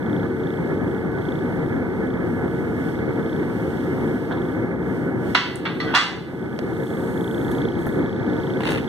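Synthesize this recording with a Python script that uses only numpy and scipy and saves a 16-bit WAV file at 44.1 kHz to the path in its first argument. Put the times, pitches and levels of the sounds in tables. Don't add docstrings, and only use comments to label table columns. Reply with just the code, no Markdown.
import sys
import numpy as np
from scipy import signal
from scipy.fft import rfft, irfft
from scipy.io import wavfile
from scipy.ndimage import uniform_filter1d

SR = 44100
rng = np.random.default_rng(int(sys.argv[2]) if len(sys.argv) > 2 else 0)


def waveform_to_disk(signal):
    frames = np.transpose(np.atleast_2d(signal))
    scaled = np.clip(frames, -1, 1) * 32767
    samples = np.round(scaled).astype(np.int16)
    wavfile.write(sys.argv[1], SR, samples)


N = 391608
TIME = np.arange(N) / SR
BINS = np.fft.rfftfreq(N, 1 / SR)


def gain_of(db):
    return 10 ** (np.asarray(db) / 20)


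def evened(x):
    return x / np.sqrt(np.mean(x ** 2) + 1e-20)


def read(points, hz):
    f, value = np.transpose(points)
    return np.interp(np.log(hz + 1), np.log(f + 1), value)


def follow(points):
    return np.interp(TIME, *np.transpose(points))


def sides(pan_db):
    return gain_of(np.array([[.5], [-.5]]) * pan_db)


def add(mix, s, sound):
    part = mix[:, round(s * SR):][:, :sound.shape[1]]
    part += sound[:, :part.shape[1]]


def bump(hz, centre, width):
    return 1 / (1 + (2 * (hz - centre) / width) ** 2)


def band_db(hz, low_hz, top_hz):
    above = 1 + (hz / top_hz) ** 4
    below = 1 + (low_hz / (hz + 1)) ** 4
    return -10 * np.log10(above * below)


def ripple(bins, spacing_hz):
    knots = np.linspace(0, SR / 2, 2000)
    heights = rng.standard_normal(len(knots))
    return evened(np.interp(bins / spacing_hz, np.arange(len(knots)), heights))


def noise(colour_db, same=0):
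    a, b = rfft(rng.standard_normal((2, 2 * (len(colour_db) - 1))))
    same = np.clip(same, -1, 1)
    right = same * a + np.sqrt(1 - same ** 2) * b
    return evened(irfft(np.array([a, right]) * gain_of(colour_db)))


def wander(rate_hz):
    return evened(irfft(rfft(rng.standard_normal(N)) * np.exp(-(BINS / rate_hz) ** 2)))


def stroke(start_s, length_s, rise_s, fade_s):
    t = TIME - start_s
    return np.clip(t / rise_s, 0, 1) * np.exp(-np.maximum(t - length_s, 0) / fade_s)


# f/Hz, relative level/dB per Hz
ROAR_SPECTRUM = [(25, -38), (38, -42), (58, -13.5), (100, -4), (200, -1.5), (340, 1), (560, -14),
                 (930, -17.5), (1040, -25.5), (1200, -21.5), (1700, -24), (1880, -25), (2150, -20.5),
                 (2500, -43.5)]
# f/Hz, width/Hz, height/dB
CHAMBER_RESONANCES = [(132.4, 18, 2.5), (172.4, 16.3, 4), (255, 15, 2.5), (395.6, 4.6, 7), (425.3, 14, -10),
                      (452.3, 36, 6.5), (524.5, 22.6, 7.5), (1410, 10, 4.5), (1498, 32, 10), (1694, 48, 10)]
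# f/Hz, likeness -1 to 1
ROAR_LIKENESS = [(60, 0.69), (130, 0.82), (330, 0.8), (600, 0.36), (900, 0.94), (1200, 0.66), (1500, -0.79),
                 (2100, -0.91), (2600, -0.84)]
# f/Hz, left-right level/dB
ROAR_BALANCE = [(60, 3), (130, 1.5), (260, 1.5), (600, -1), (1000, 2), (1500, -12.5), (2200, -4)]


def fire(level_db=-23.0, flutter_db=1.25, flutter_hz=15.5):
    chamber_db = sum(db * bump(BINS, hz, width) for hz, width, db in CHAMBER_RESONANCES)
    top_fall_db = 45 * np.log2(np.maximum(BINS / 2500, 1))
    colour_db = read(ROAR_SPECTRUM, BINS) + chamber_db - top_fall_db
    roar = noise(colour_db, read(ROAR_LIKENESS, BINS))
    placed = irfft(rfft(roar) * sides(read(ROAR_BALANCE, BINS)))
    return placed * gain_of(level_db + flutter_db * wander(flutter_hz))


# f/Hz, level/dB, depth of swells/dB
PIPE_SONG = [(372.7, -37.5, 5), (450, -39.5, 2)]


def pipe(waver_cents=11, waver_hz=3.48, swell_hz=2.8, pan_db=1.5):
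    out = np.zeros(N)
    for hz, db, swell_db in PIPE_SONG:
        wavering_hz = hz * 2 ** (waver_cents * wander(waver_hz) / 1200)
        turns = np.cumsum(wavering_hz) / SR
        breaks = gain_of(swell_db * np.minimum(wander(swell_hz), 1.2))
        out += gain_of(db) * evened(breaks * np.sin(2 * np.pi * turns))
    return out * sides(pan_db)


# t/s, force/dB, what rings, place on it 0-1, brightness/dB per octave,
# low edge f/Hz, top edge f/Hz, chatter build-up/s, relative clack level/dB
LANDINGS = [(5.3477, 7, "plate", 0, 3, 910, 6100, 0.0041, -15),
            (5.652, -6, "bar", 0.18, 0.5, 500, 3920, 0.0098, 8),
            (5.8008, -9.5, "bar", 0.86, 3, 900, 5500, 0.0014, -0.5),
            (5.939, -5, "plate", 0.9, -2, 600, 4500, 0.0031, 7),
            (5.948, 10.5, "plate", 0.87, 6, 700, 10500, 0.023, -2),
            (5.96, 5, "plate", 1, -2, 850, 8100, 0.0094, 1)]
# t/s, level/dB
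HARD_CONTACTS = [(5.35, -0.5), (5.3528, -9), (5.361, -13), (5.3715, -12), (5.374, -10), (5.6595, -17),
                 (5.949, -4), (5.9578, -8), (5.9755, -7), (6.012, -5)]
# f/Hz, level/dB struck at place 0, level/dB struck at place 1,
# left-right level/dB, left lead/rad, t60/s before the damping factor
PLATE_MODES = [(993, -26, -33, -1, -0.4, 0.5), (1094, -39, -33, -1, 0.1, 0.52),
               (1149, -30, -28, -3, -0.2, 0.36), (1191, -28, -29, -2, -0.0, 0.36),
               (1208, -38, -27, -2, -0.0, 0.36), (1326, -28, -34, -1, 0.1, 0.4),
               (1389, -39, -36, -1, 0.3, 0.53), (1451, -35, -28, -10, 0.9, 0.36),
               (1531, -35, -36, -3, 0.4, 0.54), (1559, -37, -31, -10, 0.8, 0.45),
               (1663, -37, -35, -2, 0.8, 0.49), (1730, -33, -35, 1, 0.8, 0.65),
               (1806, -32, -26, -3, 1.7, 0.42), (1975, -27, -30, 4, 0.8, 0.65),
               (2046, -33, -30, 2, 0.6, 0.65), (2129, -38, -36, 2, 1.6, 0.6),
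               (2187, -25, -34, 3, 0.7, 0.44), (2327, -38, -39, 0, 1.4, 0.65),
               (2500, -34, -33, -5, 1.1, 0.65), (2649, -31, -37, 2, -0.9, 0.6),
               (2698, -33, -32, -1, 0.8, 0.65), (2767, -31, -24, -7, 0.1, 0.39),
               (2860, -34, -34, -1, 0.5, 0.63), (2947, -43, -33, -4, 1.8, 0.57),
               (3070, -30, -33, -4, 0.9, 0.57), (3146, -30, -38, -5, 0.0, 0.36),
               (3373, -40, -25, -8, 1.2, 0.37), (3403, -40, -42, -6, 1.0, 0.65),
               (3484, -47, -37, 10, 1.3, 0.65), (3616, -40, -40, -2, 0.9, 0.54),
               (3713, -41, -49, -10, -0.7, 0.65), (3954, -46, -41, -5, -0.6, 0.54),
               (3991, -37, -36, -5, 2.8, 0.65), (4038, -39, -40, -2, 0.8, 0.54),
               (4104, -38, -36, -1, 1.4, 0.36), (4256, -40, -43, -4, 2.1, 0.65),
               (4478, -38, -45, -2, 1.3, 0.6), (4722, -48, -40, 7, 0.8, 0.65),
               (4980, -42, -58, -10, 1.6, 0.58), (5147, -48, -41, -5, 1.5, 0.36),
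               (5270, -47, -42, -5, 1.4, 0.36), (5728, -66, -60, -1, -1.6, 0.65),
               (5810, -57, -51, 0, -0.1, 0.65), (6237, -70, -59, -10, -0.7, 0.65),
               (6536, -62, -52, -5, -0.8, 0.65), (7072, -62, -48, -10, 1.6, 0.48),
               (7936, -65, -53, -10, 2.7, 0.48)]
BAR_MODES = [(1188, -32, -24, -4, -0.3, 0.55), (1298, -32, -24, -6, -0.1, 0.35),
             (1334, -29, -33, -4, 0.4, 0.45), (1490, -27, -33, -5, 0.8, 0.45),
             (1599, -24, -40, -3, 0.6, 0.36), (1880, -38, -27, -2, 1.2, 0.55),
             (1975, -32, -17, 10, 1.0, 0.6), (2030, -24, -34, 0, 0.8, 0.3), (2110, -22, -28, -2, 1.4, 0.3),
             (2261, -17, -37, -5, 0.4, 0.3), (2684, -22, -33, -3, 0.7, 0.33),
             (2772, -19, -36, -5, 0.3, 0.25), (2848, -24, -34, -8, 1.0, 0.33), (3144, -29, -39, -5, 0, 0.3),
             (3247, -46, -30, 10, 1.8, 0.3), (3405, -29, -34, -10, -0.3, 0.45),
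             (3623, -28, -42, -3, -0.2, 0.45), (3989, -42, -24, -5, 1.2, 0.2),
             (4258, -42, -33, -4, 1.2, 0.65), (4330, -38, -25, -7, 0.2, 0.3)]


def plate():
    bins = np.fft.rfftfreq(SR, 1 / SR)
    shared = ripple(bins, 22)
    depth_db = read([(1000, 3), (4000, 5), (7000, 6)], bins)
    bodies = {}
    for name, modes in (("plate", PLATE_MODES), ("bar", BAR_MODES)):
        bodies[name] = (modes, rng.standard_normal((len(modes), 3)))
    out = np.zeros((2, N))
    for s, force_db, body, place, *contact in LANDINGS:
        peaks = depth_db * np.minimum(.7 * shared + .7 * ripple(bins, 60), 1.2)
        ring = partials(*bodies[body], s, place)
        add(out, s, blow(peaks, ring, force_db, *contact))
    for s, db in HARD_CONTACTS:
        add(out, s, bounce(db))
    return out


def partials(modes, chance, s, place, ring_db=0, damping=1.21, twin_share=0.98, twin_hz=15,
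             jolts_per_s=120, jolt_radians=0.45, settle_s=0.05):
    t, ring = np.arange(SR) / SR, np.zeros((2, SR))
    jolts = rng.random(SR) < jolts_per_s / SR * np.exp(-t / settle_s)
    count = np.cumsum(jolts)
    for (hz, db_0, db_1, pan_db, lead, t60), (phase, twin_phase, split) in zip(modes, chance):
        level_db = ring_db + db_0 + place * (db_1 - db_0) - 60 * damping * t / t60
        steps = np.cumsum(rng.standard_normal(size=100))
        slip = uniform_filter1d(steps[np.minimum(count, 99)], size=90)
        angle = 2 * np.pi * (hz * (s + t) + phase) + jolt_radians * slip + np.array([[lead], [0]])
        twin = np.sin(angle + 2 * np.pi * (twin_hz * split * t + twin_phase))
        pair = np.sin(angle) + twin_share * twin
        ring += sides(pan_db) * gain_of(level_db) * pair
    return ring


# f/Hz, relative level/dB per Hz
CROWD_SPECTRUM = [(250, -42), (550, -7.5), (800, 0.5), (1000, -2), (1500, -2.5), (2050, -2), (2400, -3.5),
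                  (3100, -4.5), (4400, -10.5), (5000, -14), (6500, -26), (8000, -29), (11000, -48),
                  (15500, -51)]
# f/Hz, t60/s
CROWD_DECAY = [(500, 0.99), (1200, 0.53), (3400, 0.52), (6000, 0.42), (12000, 0.46)]
# f/Hz, likeness -1 to 1
CROWD_LIKENESS = [(800, 0.9), (1500, 0.66), (2400, 0.31), (3700, -0.18), (5000, 0.34), (8000, 0.018)]


def blow(peaks, ring, force_db, bright_db, low_hz, top_hz, chatter_s, clack_db, crowd_db=-19.5,
         clack_level_db=-16, clack_t60=0.12, clack_tilt_db=-2, pan_db=-2, rattle_db=0.1, rattle_hz=110,
         contact_s=0.00034):
    t, bins = np.arange(SR) / SR, np.fft.rfftfreq(SR, 1 / SR)
    octaves = np.log2(np.maximum(bins, 500) / 2000)
    colour_db = read(CROWD_SPECTRUM, bins) + bright_db * octaves + band_db(bins, low_hz, top_hz)
    same = read(CROWD_LIKENESS, bins)
    hz, frame_s, z = signal.stft(noise(colour_db + peaks, same), SR, nperseg=256)
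    fading_db = crowd_db - 60 * frame_s / read(CROWD_DECAY, hz)[:, None]
    crowd = signal.istft(z * gain_of(fading_db), SR)[1][:, :SR]
    clack_fade_db = clack_level_db + clack_db - 60 * t / clack_t60
    clack = noise(colour_db + clack_tilt_db * octaves, same) * gain_of(clack_fade_db)
    drift = irfft(rfft(rng.standard_normal(SR)) * np.exp(-(bins / rattle_hz) ** 2))
    rattle = gain_of(rattle_db * evened(drift))
    build = np.sqrt(1 - np.exp(-t / chatter_s)) * np.minimum(t / contact_s, 1)
    return gain_of(force_db) * build * (ring + rattle * (crowd + clack) * sides(pan_db))


def bounce(db, t60=0.023, rise_s=0.001, low_hz=800, top_hz=4200, pan_db=-1):
    t, bins = np.arange(4096) / SR, np.fft.rfftfreq(4096, 1 / SR)
    colour_db = read(CROWD_SPECTRUM, bins) + band_db(bins, low_hz, top_hz)
    crack = noise(colour_db, read(CROWD_LIKENESS, bins))
    return crack * (1 - np.exp(-(t / rise_s) ** 2)) * gain_of(db - 60 * t / t60) * sides(pan_db)


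def splash(low_hz=6000, top_hz=11000, level_db=-41, t60=0.028, pan_db=-3):
    out, t, bins = np.zeros((2, N)), np.arange(SR) / SR, np.fft.rfftfreq(SR, 1 / SR)
    for s, force_db, *_ in LANDINGS:
        add(out, s, noise(band_db(bins, low_hz, top_hz)) * gain_of(level_db + force_db - 60 * t / t60))
    return out * sides(pan_db)


def rebounds(first_s=0.032, gap_s=0.024, shrink=0.85, start_db=-24, fall_db_per_s=120, count=9):
    out = np.zeros((2, N))
    for s, force_db, *_ in LANDINGS:
        gaps = gap_s * shrink ** np.arange(count) * rng.uniform(.5, 1.5, count)
        for delay in first_s + np.cumsum(gaps):
            add(out, s + delay, bounce(force_db + start_db - fall_db_per_s * delay))
    return out


def skid(start_s=5.868, length_s=0.071, rise_s=0.019, fade_s=0.006, squeal_hz=1495, glide_hz=30,
         jitter_hz=42, squeal_db=-34, rasp_db=-31.5, judder_db=2, judder_hz=120):
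    rasp_colour_db = read(CROWD_SPECTRUM, BINS) + 4 * ripple(BINS, 25) + band_db(BINS, 1100, 2400)
    rasp = noise(rasp_colour_db, 0.25)
    progress = np.clip((TIME - start_s) / length_s, 0, 1) - .5
    hz = squeal_hz + glide_hz * progress + jitter_hz * wander(judder_hz)
    squeal = evened(np.sin(2 * np.pi * np.cumsum(hz) / SR + np.array([[1], [0]])))
    grip = stroke(start_s, length_s, rise_s, fade_s) * gain_of(judder_db * wander(judder_hz))
    return (gain_of(rasp_db) * rasp + gain_of(squeal_db) * squeal) * grip


# f/Hz, relative level/dB per Hz
GRAVEL_SPECTRUM = [(300, 0), (700, 4.5), (1500, 1), (2500, 0), (3300, -4), (3900, -6.5), (5000, -20),
                   (6300, -23.5), (11000, -27), (15500, -40)]
# start t/s, length/s, level/dB before the sand and stone shares
BOOT_MOVES = [(8.61, 0.006, -34), (8.639, 0.047, -24.5), (8.695, 0.052, -38.5), (8.75, 0.016, -38)]


def boot(grain_db=2.8, pan_db=-1, sand_db=-5, stones_db=-2, snaps_per_s=450, rise_share=0.75, fade_s=0.041):
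    colour_db = read(GRAVEL_SPECTRUM, BINS) + 3 * ripple(BINS, 70.7)
    sand = noise(colour_db, -0.13) * gain_of(grain_db * wander(180))
    snap_db = 4 * np.minimum(rng.exponential(1, N), 2.2)
    snaps = (rng.random(N) < snaps_per_s / SR) * gain_of(snap_db)
    stones = evened(irfft(rfft(snaps * rng.standard_normal((2, N))) * gain_of(colour_db)))
    pressure = np.zeros(N)
    for s, length, db in BOOT_MOVES:
        pressure += gain_of(db) * stroke(s, length, rise_share * length, fade_s)
    return (gain_of(sand_db) * sand + gain_of(stones_db) * stones) * pressure * sides(pan_db)


# t/s, level/dB
STONE_CRACKS = [(8.605, -23), (8.634, -24), (8.65, -27), (8.671, -24), (8.689, -25), (8.776, -27),
                (8.785, -30)]


def cracks(t60=0.046, rise_s=0.0006, pan_db=-1):
    out, t, bins = np.zeros((2, N)), np.arange(4096) / SR, np.fft.rfftfreq(4096, 1 / SR)
    for s, db in STONE_CRACKS:
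        snap = noise(read(GRAVEL_SPECTRUM, bins) + 4 * ripple(bins, 294), 0.27)
        add(out, s, snap * np.minimum(t / rise_s, 1) * gain_of(db - 60 * t / t60))
    return out * sides(pan_db)


# start t/s, length/s, spin-up/s, level/dB
ZOOM_RUNS = [(6.57, 1, 0.26, -54.5), (7.77, 0.18, 0.028, -57)]


def zoom(pan_db=-6, whir_hz=8400, stop_s=0.094):
    colour_db = read([(2500, -34.5), (5000, -36), (6500, 16.0), (11500, 15), (15500, 10)], BINS)
    colour_db = colour_db + 3 * bump(BINS, whir_hz, 630)
    running = sum(gain_of(db) * stroke(s, length, spin_up, stop_s) for s, length, spin_up, db in ZOOM_RUNS)
    return noise(colour_db) * running * sides(pan_db)


# t/s, level/dB, t60/s, resonance f/Hz, resonance height/dB, slope/dB per octave
SMALL_KNOCKS = [(4.310, -23, 0.19, 1500, 12, -26), (4.317, -45, 0.14, 3400, 38, -8),
                (4.324, -39, 0.045, 3570, 32, -6), (4.371, -46, 0.1, 3450, 34, -8),
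                (5.5574, -27.5, 0.02, 8850, 23, -3), (5.566, -44, 0.18, 8500, 16, -3),
                (6.5896, -13.5, 0.015, 4800, 8.5, -15.5), (7.513, -41, 0.084, 11500, 12, -5),
                (7.652, -7, 0.021, 404, 16, -36), (7.865, -43, 0.11, 12000, 12, 3),
                (7.8678, -16.5, 0.027, 1820, 16, -41), (8.704, -28.5, 0.21, 10000, 6, -11)]


def clicks(pan_db=-2):
    out, t, bins = np.zeros((2, N)), np.arange(SR) / SR, np.fft.rfftfreq(SR, 1 / SR)
    bass_cut_db = read([(40, -35), (200, 0)], bins)
    for s, db, t60, hz, height_db, slope_db in SMALL_KNOCKS:
        colour_db = height_db * bump(bins, hz, hz / 2) + slope_db * np.log2(1 + bins / 2000) + bass_cut_db
        add(out, s, noise(colour_db, 0.45) * np.minimum(t * hz, 1) * gain_of(db - 60 * t / t60))
    return out * sides(pan_db)


# t/s, level/dB
TICK_COURSE = [(0.03, -45), (0.23, -40), (0.34, -45), (0.74, -42.5), (0.85, -49), (1.05, -48),
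               (1.25, -40.5), (1.56, -45.5), (2.28, -46), (2.38, -62), (2.48, -47), (2.79, -49),
               (2.99, -39), (3.19, -45), (3.3, -40.5), (3.7, -47.5), (3.81, -40), (3.91, -47.5),
               (4.35, -42.5), (4.66, -47.5), (5.17, -57), (5.27, -44), (6.29, -51), (6.39, -40), (6.5, -44),
               (6.7, -36.5), (7.15, -39), (7.3, -39.5), (7.62, -33), (7.72, -37), (8.23, -37.5),
               (8.33, -36), (8.84, -36.5)]


def tick_db(swell_db=3, swell_at_s=0.12, swell_hz=2.513, waver_db=2.1, waver_hz=6.1):
    cycle = np.cos(2 * np.pi * swell_hz * (TIME - swell_at_s))
    return follow(TICK_COURSE) + swell_db * cycle + waver_db * wander(waver_hz)


def camera_ticks(tick_rate_hz=29.381, chirp_hz=3350, length_s=0.0012, level_db=-1.0, pan_db=5.5,
                 uneven_db=0.75, right_lead_radians=1.0):
    ticks = (TIME - .0288) * tick_rate_hz + .5
    tick = np.floor(ticks).astype(int) + 1
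    size, phase, detune = rng.standard_normal((tick.max() + 1, 3))[tick].T
    t = (ticks % 1 - .5) / tick_rate_hz
    cycles = (chirp_hz + 40 * detune) * t + phase
    angle = 2 * np.pi * cycles + np.array([[0], [right_lead_radians]])
    peak_db = level_db + tick_db() + uneven_db * size
    swell = np.exp(-(t / length_s) ** 2) * gain_of(peak_db)
    return swell * np.cos(angle) * sides(pan_db)


def tick_hiss(level_db=-18, low_hz=2900, top_hz=3900, pan_db=2):
    band = noise(2 * band_db(BINS, low_hz, top_hz))
    return band * gain_of(level_db + follow(TICK_COURSE)) * sides(pan_db)


# f/Hz, relative level/dB per Hz
HISS_SPECTRUM = [(2000, -8), (2800, 13.5), (3300, 12), (4000, 3.5), (5000, 6), (5600, 2.5), (6500, 0),
                 (8500, 1.5), (10000, -0.5), (15000, -2.5)]
# t/s, level/dB
HISS_COURSE = [(0, -63), (0.6, -60.5), (1.55, -61.5), (2.75, -59.5), (2.89, -54.5), (3.05, -61.5),
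               (3.7, -57.5), (4.5, -60.5), (4.78, -66), (4.96, -58), (5.15, -65), (5.3, -54.5), (8.2, -65),
               (8.5, -59)]
# f/Hz, likeness -1 to 1
HISS_LIKENESS = [(3000, 0.0063), (4200, -0.4), (5000, 0.29), (6500, -0.24), (8500, 0.17), (10000, 0.025),
                 (14000, 0.028)]


def hiss(level_db=5.5, waver_db=0.9, waver_hz=4.2, pan_db=-4.5):
    air = noise(read(HISS_SPECTRUM, BINS), read(HISS_LIKENESS, BINS))
    course_db = level_db + follow(HISS_COURSE) + waver_db * wander(waver_hz)
    return air * gain_of(course_db) * sides(pan_db)


def scene():
    forge = fire() + pipe() + hiss()
    camera = camera_ticks() + tick_hiss() + zoom()
    steel = plate() + splash() + rebounds() + skid()
    return forge + camera + steel + clicks() + boot() + cracks()


def widen(x, delay_s=.000403):
    share = read([(500, 0.094), (900, 0.44), (3800, 0.67), (5000, 0.64), (5600, 0.34), (15000, 0.13)], BINS)
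    share = np.clip(share, 0, 1)
    cross = share * np.exp(-2j * np.pi * BINS * delay_s)
    z = rfft(x)
    return irfft((z - cross * z[::-1]) / np.sqrt(1 + share ** 2))


def record(dry, threshold_db=-17.0, slope=0.83, recovery_db_per_s=11, attack_s=0.0089, edge_hz=15600):
    wide = widen(dry)
    power_db = 10 * np.log10(abs(uniform_filter1d((wide ** 2).mean(0), size=900)) + 1e-12)
    fall = TIME * recovery_db_per_s
    held_db = np.maximum.accumulate(power_db + fall) - fall
    over_db = np.maximum(held_db - threshold_db, 0)
    keep = np.exp(-1 / (attack_s * SR))
    duck_db = slope * signal.lfilter([1 - keep], [1, -keep], over_db)
    ducked = wide / gain_of(duck_db)
    ducked = ducked / (1 + ducked ** 8) ** (1 / 8)
    band_limit = signal.firwin(511, edge_hz, window=("kaiser", 9), fs=SR)
    return signal.oaconvolve(ducked, band_limit[None], "same")


dry = scene()
out = record(dry)
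waveform_to_disk(out)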